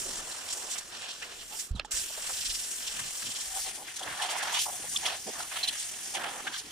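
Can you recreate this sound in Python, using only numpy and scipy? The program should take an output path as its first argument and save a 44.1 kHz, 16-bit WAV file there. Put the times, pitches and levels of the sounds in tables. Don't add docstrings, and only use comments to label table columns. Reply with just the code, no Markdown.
import sys
import numpy as np
from scipy import signal
from scipy.fft import rfft, irfft, next_fast_len
from scipy.io import wavfile

SR = 44100
rng = np.random.default_rng(int(sys.argv[2]) if len(sys.argv) > 2 else 0)


def attenuation_scalar(level_db):
    decades = np.asarray(level_db, float) / 20
    return 10 ** decades


def output_pcm(signal):
    pcm = np.clip(np.atleast_2d(signal).T, -1, 1) * 32767
    wavfile.write(sys.argv[1], SR, np.round(pcm).astype(np.int16))


N = 295911
STEP = 40
HISS_HUMP = 7500, 0.72
SPLASH_HZ, SPIT_OCTAVES = 4000, 0.3


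def at_hz(points, hz):
    table_hz, values = np.transpose(points)
    return np.interp(np.log(hz), np.log(table_hz), values)


def at_steps(rows):
    s, *columns = np.transpose(rows)
    steps_s = np.arange(N // STEP + 2) * STEP / SR
    return np.array([np.interp(steps_s, s, c) for c in columns])


def smooth(steps):
    return np.interp(np.arange(N) / STEP, np.arange(len(steps)), steps)


def drift(rate_hz):
    r = np.exp(-2 * np.pi * STEP * rate_hz / SR)
    slow = signal.lfilter([1], [1, -2 * r, r * r], rng.standard_normal(N // STEP + 2002))[2000:]
    return slow / slow.std()


def bell(bands_hz, centre_hz, octaves):
    return np.exp(-.5 * (np.log2(bands_hz / centre_hz) / octaves) ** 2)


def plateau(s, start_s, end_s):
    edge_s = 0.26 * (end_s - start_s)
    return np.clip(np.minimum(s - start_s, end_s - s) / edge_s, 0, 1) ** 2


def strike(force, modes, turn=1):
    out = 0
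    for k, (hz, level_db, t60_s) in enumerate(modes):
        r, w = attenuation_scalar(-60 / (t60_s * SR)), 2 * np.pi * hz / SR
        gain = turn ** k * attenuation_scalar(level_db) * np.sin(w)
        out = out + signal.lfilter([0, gain], [1, -2 * r * np.cos(w), r * r], force + 1e-18)
    return out


def clicks_at(events):
    out = np.zeros(N)
    for s, level_db in events:
        out[round(s * SR)] = -attenuation_scalar(level_db)
    return out


def room_air(s):
    floor_db = [-68, -64.5, -63.5, -65, -85, -99]
    start_db, fade_db_per_s = np.array([-55.5, -53]), 33
    power = np.outer(attenuation_scalar(2 * np.array(floor_db)), np.ones(len(s)))
    power[:2] += attenuation_scalar(2 * (start_db[:, None] - fade_db_per_s * s))
    return power


def thumps():
    # start [s], level [dB], contact [ms]
    knocks = [(1.707, -26.5, 11.7), (1.73, -35, 20), (1.751, -29.5, 12.2), (1.934, -45, 15.5),
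              (1.972, -55, 17), (2.013, -52, 14), (2.456, -52, 21), (2.485, -44.5, 16)]
    # mode [Hz], level [dB], t60 [s]
    thump_modes = [(55.5, 0, 0.076), (35.1, -7, 0.4), (78, -10, 0.2), (134, -6, 0.12), (210, -14, 0.05),
                   (310, -28, .04)]
    push = np.zeros(N)
    for s, level_db, contact_ms in knocks:
        start, count = round(s * SR), int(contact_ms * SR / 1000)
        press_release = np.sin(2 * np.pi * np.arange(count) / count) * np.pi / count
        push[start:start + count] -= attenuation_scalar(level_db) * press_release
    return strike(push, thump_modes)


def leak():
    # time [s], level [dB], pitch [Hz]
    squeak = [(1.748, -71, 4100), (1.757, -47, 4000), (1.766, -48, 3880), (1.774, -53, 3600),
              (1.79, -52, 3450), (1.796, -75, 3400)]
    level_db, hz = at_steps(squeak)
    level = smooth(attenuation_scalar(level_db + 4.0 * drift(120)) * (level_db > -69))
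    wavering_hz = smooth(hz * (1 + .03 * drift(200)))
    return level * np.sin(2 * np.pi * np.cumsum(wavering_hz) / SR)


def trigger():
    # time [s], level [dB]
    valve = [
        (1.7952, -35),
        (1.7966, -22.5),
        (1.7982, -26.5),
        (1.803, -42),
    ]
    # valve mode [Hz], level [dB], t60 [s]
    valve_modes = [(556, -10.5, 0.019), (825, -21, 0.039), (1250, -9, 0.013), (1690, -18, 0.05),
                   (2200, -24, .018), (2680, 1.5, 0.013), (3560, -3, 0.0081), (4180, -1.5, 0.011),
                   (5150, -13, 0.02), (6700, -20, 0.008), (9500, -22, .005)]
    # time [s], level [dB]
    knock = [
        (1.848, -36),
    ]
    # lever mode [Hz], level [dB], t60 [s]
    knock_modes = [(840, 2, 0.038), (1770, -2.5, 0.015), (3500, -5, 0.01), (7440, -7, 0.006)]
    # time [s], level [dB]
    slap = [
        (1.748, -31),
        (1.759, -39.5),
    ]
    # hose mode [Hz], level [dB], t60 [s]
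    slap_modes = [(216, -3, 0.069), (1020, -29, .04)]
    blows = [(valve, valve_modes), (knock, knock_modes), (slap, slap_modes)]
    ringing = sum(strike(clicks_at(events), modes, -1.012) for events, modes in blows)
    return signal.lfilter(*signal.butter(2, 9000, fs=SR), ringing)


def ticks():
    # start [s], level [dB], t60 [ms]
    cracks = [(1.7505, -52, 30), (1.7958, -34, 8), (1.798, -36, 10), (1.8485, -50, 25), (1.7165, -58, 20)]
    out, t = np.zeros(N), np.arange(SR // 10) / SR
    for s, level_db, t60_ms in cracks:
        start = round(s * SR)
        out[start:start + len(t)] += attenuation_scalar(level_db - 60000 * t / t60_ms) * rng.standard_normal(len(t))
    band = signal.butter(2, [1800, 8000], "band", fs=SR, output="sos")
    return signal.sosfilt(band, out + 1e-18)


def toots():
    # centre [s], length [ms], level [dB], pitch [Hz], glide [share of pitch]
    notes_blown = [(1.53, 45, -53, 858, 0.017), (1.92, 14, -33, 7600, -0.047), (2.185, 18, -48, 630, 0),
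                   (2.299, 10, -45, 1300, 0.39), (3.47, 64, -63, 750, 0), (3.515, 35, -52, 780, 0.036),
                   (3.548, 23.5, -47, 756, -0.029), (3.573, 30, -44, 771, 0.032), (3.672, 41, -49, 770, 0),
                   (4.012, 14, -49, 750, 0.048), (4.033, 11, -40, 3290, 0), (4.205, 20, -40, 1760, -0.023),
                   (4.215, 20, -41.5, 800, -0.034), (4.245, 22, -41, 781, 0.034),
                   (4.327, 19, -38.5, 853, 0.031), (4.362, 16, -43, 905, 0), (4.41, 30, -43, 1750, 0),
                   (4.435, 16, -50, 820, 0), (4.57, 18, -41.5, 960, -0.022), (4.9624, 4, -29, 3300, 0),
                   (4.9665, 5, -30, 3400, 0), (4.955, 20, -47, 1100, 0), (5.042, 24, -48, 778, -0.013),
                   (5.062, 14, -34, 3300, 0), (5.642, 22, -31, 3950, -0.041), (5.683, 16, -30, 3900, .3),
                   (5.695, 14, -34.5, 3150, .1), (5.687, 20, -40, 9300, 0), (6.465, 23, -43, 794, -0.013),
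                   (6.471, 8.5, -33.5, 1550, 0), (6.482, 20.5, -41, 1600, 0.08), (6.545, 23, -44, 3200, 0),
                   (6.548, 18, -42.5, 1550, 0.014)]
    out = np.zeros((2, N))
    waver, flicker = smooth(.04 * drift(164)), smooth(attenuation_scalar(3.0 * drift(120)))
    for s, length_ms, level_db, hz, glide in notes_blown:
        count = int(1.5 * length_ms * SR / 1000)
        start = round(s * SR) - count // 2
        span = slice(start, start + count)
        gliding_hz = hz * (1 + glide * np.linspace(-.5, .5, count) + waver[span])
        phase = 2 * np.pi * np.cumsum(gliding_hz) / SR
        turn = rng.uniform(-1.5, 1.5, (2, 1))
        level = attenuation_scalar(level_db + 2) * np.minimum(1.6 * np.hanning(count), 1) * flicker[span]
        out[:, span] += level * np.sin(phase + turn / 2)
    return out


def ribs():
    # first [s], last [s], ribs [count], level [dB], change along the run [dB]
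    runs = [(2.344, 2.42, 3, -41, 3), (2.462, 2.643, 5, -34.5, -4.5), (2.833, 2.92, 3, -45, 0),
            (3.269, 3.41, 4, -39.5, 1.5)]
    out = []
    for first_s, last_s, count, level_db, change_db in runs:
        for k in np.linspace(0, 1, round(count)):
            s, db = first_s + (last_s - first_s) * k, level_db + change_db * k
            out.append((s, 30, [(db, SPLASH_HZ, 0.49), (db - 7.5, *HISS_HUMP)]))
    return out


def flares():
    # time [s], length [ms], level [dB]
    slips = [(.064, 6.6, -49), (.49, 3.8, -43), (.512, 20, -43), (.532, 18, -38), (.578, 24, -44),
             (.18, 33, -43), (.725, 50, -35.5), (0.787, 21, -35.5), (1.602, 30, -38), (1.716, 10, -58),
             (1.762, 24, -57.5), (2.23, 30, -39.5), (2.302, 18, -42), (6.15, 24, -38), (6.475, 20, -47),
             (1.854, 17, -56), (1.92, 8.7, -34), (1.974, 63, -36), (2.064, 7.8, -53), (2.139, 32, -43),
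             (2.27, 22, -37.5), (2.718, 39, -44), (2.877, 20, -37), (2.999, 15, -39), (3.573, 31, -43),
             (3.623, 24, -43), (3.672, 73, -40), (3.76, 29, -42), (3.968, 18, -38), (3.998, 15, -41.5),
             (4.033, 20, -42.5), (4.312, 39, -38), (4.434, 21, -37.5), (4.618, 64, -31.5), (4.663, 13, -39),
             (5.404, 34, -41), (5.43, 11, -42), (5.81, 76, -41), (6.589, 30, -38.5)]
    return [(s, ms, [(db, *HISS_HUMP), (db - 12.5, SPLASH_HZ, SPIT_OCTAVES)]) for s, ms, db in slips]


def spits():
    # time [s], length [ms], level [dB], pitch [Hz]
    hits = [(.322, 17, -43, 4000), (.49, 8, -46, 3400), (.766, 19, -44.5, 1920), (1.036, 49, -46, 2850),
            (1.108, 39, -43.5, 3520), (1.233, 27, -42.5, 2390), (1.529, 17, -48, 2800),
            (1.858, 19, -56, 3420), (2.878, 29, -40, 3240), (2.999, 15, -50, 3260), (3.672, 72, -55, 3400),
            (3.884, 14, -45, 1900), (4.034, 11, -50, 3250), (4.618, 22, -41, 3400), (6.471, 7, -46, 3000),
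            (6.48, 21, -43, 2900), (4.974, 8, -33, 6000), (5.062, 19, -31.5, 3280), (5.094, 28, -36, 3100),
            (5.14, 36, -46, 2980), (4.23, 32, -39, 3000), (5.605, 45, -42.5, 3000), (6.3, 81, -48.5, 2980),
            (4.312, 24, -42, 3540), (4.435, 17, -36, 3000), (4.567, 57, -33.5, 3060),
            (4.968, 14, -35, 3274), (5.072, 20, -36, 4200), (5.125, 65, -54, 2140), (5.521, 19, -42, 2420),
            (5.568, 19, -36, 2900), (5.643, 22, -34, 3600), (5.687, 26, -31.5, 3750),
            (1.776, 38, -56, 3300), (6.24, 16, -37, 3020), (1.41, 31, -48.5, 3660), (6.162, 36, -37, 2780),
            (6.549, 44, -40, 3640)]
    return [(s, ms, [(db, hz, SPIT_OCTAVES), (db - 6, *HISS_HUMP)]) for s, ms, db, hz in hits]


def gurgles():
    # time [s], length [ms], level
    # [dB], pitch [Hz]
    broad_puffs = [(.6, 110, -52.5, 450), (.57, 38, -50.5, 840), (.67, 86, -51, 650), (.085, 68, -51, 480),
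                   (.07, 19, -49.5, 1200), (.3, 110, -57, 1590), (4.076, 13, -44, 1650),
                   (4.11, 70, -47.5, 1780), (4.06, 16, -49, 500), (4.175, 16, -48.5, 1290),
                   (4.48, 68, -41.5, 1000), (4.53, 22, -41, 790), (5.05, 38, -58, 780), (5.432, 11, -48, 780),
                   (5.52, 22, -44, 1000), (6.21, 30, -46, 1150), (6.465, 17, -48, 800), (6.645, 85, -63, 1190),
                   (1.53, 38, -54.5, 820), (2.107, 17, -49, 663), (2.184, 17, -47.5, 676),
                   (2.302, 15, -41.5, 1250), (2.3, 19, -46, 750), (2.999, 18, -42, 1540),
                   (3.227, 11, -43.5, 1820), (3.265, 75, -54.5, 190), (3.48, 40, -64, 745),
                   (3.577, 39, -43, 800), (3.673, 25, -45.5, 760), (4.016, 12, -42.5, 700),
                   (4.2, 30, -50, 1720), (4.235, 40, -41, 810), (4.3, 23, -43, 824), (4.361, 16, -37.5, 885),
                   (4.434, 16, -38.5, 795), (4.41, 28, -37, 1650), (4.665, 17, -42, 780),
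                   (4.691, 25, -41.5, 780), (4.802, 17, -50, 305), (4.848, 23, -44.5, 500),
                   (5.278, 8.7, -42, 338), (5.291, 24, -42.5, 382), (5.405, 12, -39, 1150),
                   (4.57, 44, -42, 970), (6.167, 51, -44, 790), (6.251, 35, -44, 1180), (6.32, 44, -51, 1450),
                   (6.476, 20, -38, 1530), (6.55, 64, -46, 1510),
                   (1.78, 32, -52, 800), (5.285, 43, -45.5, 650), (5.28, 47, -45, 250), (4.678, 45, -49, 800),
             (4.735, 27, -51, 590), (4.11, 89, -61.5, 130), (3.3, 90, -60.5, 100), (5.7, 76, -58.5, 260),
             (4.75, 260, -47, 9400), (5.8, 220, -43, 8800), (4.2, 170, -54, 9300), (5.685, 20, -37, 4500),
             (5.643, 25, -38, 4300), (2.0, 70, -41, 11000), (0.89, 30, -54, 7600), (1.23, 27, -46.5, 1240),
             (0.76, 27, -53, 940), (5.567, 21, -39.5, 1200), (4.2, 38, -41, 990), (6.4, 22, -44.5, 1200),
             (5.93, 33, -55, 550), (3.8, 56, -50, 650), (0.51, 54, -41, 4300), (1.93, 22, -38, 9000),
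             (1.811, 20, -46, 1900), (1.88, 55, -69, 6400), (1.4, 62, -70, 470), (3.0, 140, -58, 167),
             (3.75, 220, -60, 330), (4.06, 130, -58, 290), (4.95, 190, -59, 205), (6.0, 240, -62.5, 265),
             (6.45, 120, -55, 270), (6.66, 65, -57, 260)]
    return [(s, ms, [(db, hz, 0.39)]) for s, ms, db, hz in broad_puffs]


def trigger_gate_db():
    let_go_s, press_s, drain_db = 1.62, 1.9045, -46
    shut_s = let_go_s + 0.074
    gate_db, = at_steps([(let_go_s, 0), (shut_s, -14.5), (shut_s + 0.067, drain_db),
                         (press_s, drain_db), (press_s + 0.0037, -17), (press_s + 0.0058, 0)])
    return gate_db


def bed():
    # time [s], jet hiss [dB], aim (+ airy, - onto the surface) [dB],
    # left-right [dB]
    wand = [(0.0, -39, -0.5, 2), (0.2, -44, -4.5, 5), (0.77, -45, -3.5, 2), (0.86, -48.5, -6.5, 4.3),
            (1.48, -48, -2.5, 4.3), (1.55, -42.5, 2.5, 1), (1.96, -39, 2.5, 1.5), (2.07, -41, 1.5, 4),
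            (3.5, -42, -1.5, 5), (3.6, -37.5, 0, 4.5), (3.72, -46, -3.5, 6.7), (3.86, -47, -2, 6.4),
            (4.3, -46, -9, 3.7), (4.64, -41.5, 3, 4.3), (4.82, -43.5, -3.5, 5), (5.3, -43, -1, 4.5),
            (6.3, -46, -2, 3.9), (6.71, -49, -4.5, 5)]
    # level at mean jet [dB], share of its swing, share of the aim
    follow = [(-59.5, 1.67, -2.5), (-47.5, 0.81, -0.49), (-42, 1.38, -0.26), (-48.5, 1.27, 0.5)]
    # start [s], end [s], roar [dB], splash [dB]
    dwells = [(0, 0.707, -58.5, -74), (.68, .82, -74, -51), (0.904, 1.004, -53.5, -46),
              (0.98, 1.13, -56, -47), (1.167, 1.374, -55, -49), (1.5, 1.6, -59, -68),
              (2.068, 2.433, -54, -49.5), (2.707, 3.1, -60, -53), (3.637, 3.736, -53.5, -51),
              (3.84, 3.934, -59, -51), (3.978, 4.217, -47.5, -50.5), (4.118, 4.65, -46, -39.5),
              (4.674, 4.913, -56, -78), (5.01, 5.176, -43, -38), (5.308, 5.494, -46, -64),
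              (5.49, 5.695, -48, -44.5), (5.586, 5.816, -59, -46), (6.125, 6.326, -41.5, -44),
              (6.203, 6.44, -43.5, -64), (6.414, 6.559, -48.5, -52)]
    # start [s], end [s], hiss [dB]
    airy = [(0.523, 0.71, -46.5), (4.192, 4.3, -47.5), (4.365, 4.404, -38.5), (4.512, 4.582, -38),
            (4.865, 4.992, -39), (5.26, 5.312, -44), (5.704, 5.797, -52), (5.886, 5.944, -56),
            (5.99, 6.172, -45.5)]
    # start [s], end [s], change [dB]
    brief_changes = [(0.797, 0.93, -4), (1.153, 1.224, -4), (1.432, 1.507, -3), (0.566, 0.723, 1.5),
                     (3.606, 3.66, -4.5), (3.76, 3.844, -4), (4.142, 4.205, -2), (4.265, 4.289, -3.5),
                     (4.878, 4.92, -6), (5.17, 5.29, -5.5)]
    jet_mean_db = -42
    jet_db, aim_db, pan_db = at_steps(wand)
    s = np.arange(len(jet_db)) * STEP / SR
    gate_db = trigger_gate_db()
    power = room_air(s)
    for layer, (db, swing, aim) in enumerate(follow, 2):
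        power[layer] += attenuation_scalar(2 * (db + swing * (jet_db - jet_mean_db) + aim * aim_db + gate_db))
    for start_s, end_s, roar_db, splash_db in dwells:
        levels_db = np.array([roar_db - 14.5, roar_db, splash_db])
        power[1:4] += np.outer(attenuation_scalar(2 * levels_db), plateau(s, start_s, end_s))
    for start_s, end_s, db in airy:
        levels_db = np.array([db, db - 11])
        power[4:] += np.outer(attenuation_scalar(2 * levels_db), plateau(s, start_s, end_s))
    for start_s, end_s, db in brief_changes:
        power[2:4] *= attenuation_scalar(2 * db * plateau(s, start_s, end_s))
    return power, pan_db


def turbulence(spectrum, left_lag, whistles, hz):
    # frequency [Hz], change [dB]
    top = [(9700, -4.5), (10300, -7), (11300, -12.5), (13000, -13.5), (15300, -15)]
    # frequency [Hz], left-right likeness [0-1]
    likeness = [(60, .72), (300, .82), (700, .8), (1400, .5), (3000, .47), (7000, .46), (11000, .4),
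                (15000, .27)]
    # frequency [Hz], left-right [dB]
    ports = [(60, 0), (200, -7), (500, -6.5), (1170, -8), (1800, -1), (2750, -10.5), (4200, -4),
             (5600, -5.5), (7500, -5.5), (9200, 0), (11000, -4.5), (15000, -5)]
    last_db = spectrum[-1][1]
    colour_db = at_hz(spectrum + [(f, last_db + db) for f, db in top], hz)
    for peak_hz, width_hz, db in whistles:
        colour_db = colour_db + db / (1 + (2 * (hz - peak_hz) / width_hz) ** 2)
    mid, side = rfft(rng.standard_normal((2, 2 * len(hz) - 2)))
    alike = np.clip(at_hz(likeness, hz), 0, 1)
    both = np.sqrt(1 + alike) * mid + np.sqrt(1 - alike) * side * [[1], [-1]]
    both[0] *= np.exp(-1j * at_hz(left_lag, hz))
    return both * attenuation_scalar(colour_db) * attenuation_scalar(at_hz(ports, hz) * [[.5], [-.5]])


def steam():
    # frequency [Hz], density [dB per Hz]
    deck = [(20, 5), (60, -3.5), (130, -9.5), (400, -7), (800, -7), (1650, -5.5), (2200, -9), (2950, -3.5),
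            (4950, -6.5), (5600, -0.5), (6400, -4.5), (7550, 1), (8300, -3.5), (9320, -1.5)]
    # frequency [Hz], density [dB per Hz]
    wheel = [(20, -13.5), (250, -14.5), (500, -11.5), (750, -2.5), (1150, -7), (1750, -3.5), (2400, -4.5),
             (3250, -2), (4800, -8.5), (5600, -6), (7000, -6.5), (7800, -4.5), (8500, -10.5), (9200, -5)]
    # frequency [Hz], lag of the left port [rad]
    deck_lag = [(100, 0), (900, .45), (1900, .9), (3500, 1.3), (5500, .2), (7000, .4), (9000, 1.6),
                (11000, 2.9)]
    # frequency [Hz], lag of the left port [rad]
    wheel_lag = [(100, 0), (900, .3), (1400, -.3), (2700, .75), (4500, .1), (6000, -.8), (7600, -2.2),
                 (10000, -1)]
    # whistle [Hz], width [Hz], level over the hiss [dB]
    whistles = [(353, 63, 2.5), (740, 31, 3.5), (1772, 51, 3.5), (2087, 26, 3.5), (3330, 28, 2),
                (3800, 33, -17), (4630, 41, 4.5)]
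    # whistle [Hz], width [Hz], level over the hiss [dB]
    arch_whistle = [(9200, 520, 2.5)]
    layer_edges_hz = [0.1, 120, 450, 1500, 4800, 10500, 40000]
    reach_wheel_s, blend_octaves = 3.3, .2
    rise, fall = 0.27, 0.41

    size = 2 * next_fast_len(N // 2 + 1)
    hz = np.maximum(np.arange(size // 2 + 1) * SR / size, 1)
    bands_hz = 20 * 2 ** np.arange(0, 9.8, 1 / 3)
    windows = np.cos(np.clip(np.log2(hz / bands_hz[:, None]) * 3, -1, 1) * np.pi / 2) ** 2
    on_deck = turbulence(deck, deck_lag, whistles, hz)
    in_arch = turbulence(wheel, wheel_lag, whistles + arch_whistle, hz)
    wheel_share = at_steps([(reach_wheel_s, 0), (reach_wheel_s + .3, 1)])[0]
    deck_energy, arch_energy = [windows @ abs(c.mean(axis=0)) ** 2 * 2 / size ** 2 for c in (on_deck, in_arch)]
    energy = np.outer(deck_energy, 1 - wheel_share) + np.outer(arch_energy, wheel_share)

    bed_power, pan_db = bed()
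    octaves_above = np.log2(bands_hz / np.array(layer_edges_hz)[:, None])
    above = .5 + .5 * np.tanh(octaves_above / blend_octaves)
    layers = above[:-1] - above[1:]
    power = layers.T @ (bed_power / (layers @ energy))
    for s, length_ms, humps in ribs() + flares() + spits() + gurgles():
        count = int(1.353 * length_ms * SR / STEP / 1000)
        start = round(s * SR / STEP) - int(0.45 * count)
        along = np.linspace(0, 1, count)
        ramp = np.clip(np.minimum(along / rise, (1 - along) / fall), 0, 1)
        shape = np.sin(ramp * np.pi / 2) ** 2
        lift = 0
        for level_db, centre_hz, octaves in humps:
            hump = bell(bands_hz, centre_hz, octaves)
            lift = lift + attenuation_scalar(2 * level_db) * hump / (hump @ energy[:, start])
        power[:, start:start + count] += np.outer(lift, shape)

    fade = smooth(wheel_share)
    mixed = np.sqrt(1 - fade) * irfft(on_deck)[:, :N] + np.sqrt(fade) * irfft(in_arch)[:, :N]
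    noise = rfft(mixed, size)
    out, together, neighbour = 0, drift(44), drift(12)
    for window, band_power, band_hz in zip(windows, power, bands_hz):
        neighbour = np.sqrt(.5) * (neighbour + drift(3.5))
        flicker_db = .6 * together + 1.3 * neighbour + 1.0 * drift(24.0)
        flicker_db += 1.4 * bell(band_hz, 1170, 1.3) * drift(60)
        flicker_db += 2.8 * bell(band_hz, 45, 1.0) * neighbour
        band = irfft((noise * window).astype(np.complex64), size)[:, :N]
        out = out + band * smooth(attenuation_scalar(flicker_db) * np.sqrt(band_power))
    return out * attenuation_scalar(smooth(pan_db) * np.array([[.5], [-.5]]))


def scene():
    handle = leak() + trigger() + ticks()
    return thumps() * attenuation_scalar([[-2.2], [1.8]]) + handle * attenuation_scalar([[-3.0], [2.5]]) + toots() + steam()


def top_cut(x):
    return signal.sosfilt(signal.butter(12, 16380, fs=SR, output="sos"), x)


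def record(dry):
    self_noise_db, splice_samples, ripple_db, cut_hz = -81.0, 1024, 1.05, 15120
    hissy = dry + attenuation_scalar(self_noise_db) * rng.standard_normal(dry.shape)
    spliced = hissy * attenuation_scalar(ripple_db * np.cos(2 * np.pi * np.arange(N) / splice_samples + .48))
    below_cut = np.arange(N // 2 + 1) * SR / N < cut_hz
    return top_cut(irfft(rfft(spliced) * below_cut, N))


dry = scene()
out = record(dry)
output_pcm(out)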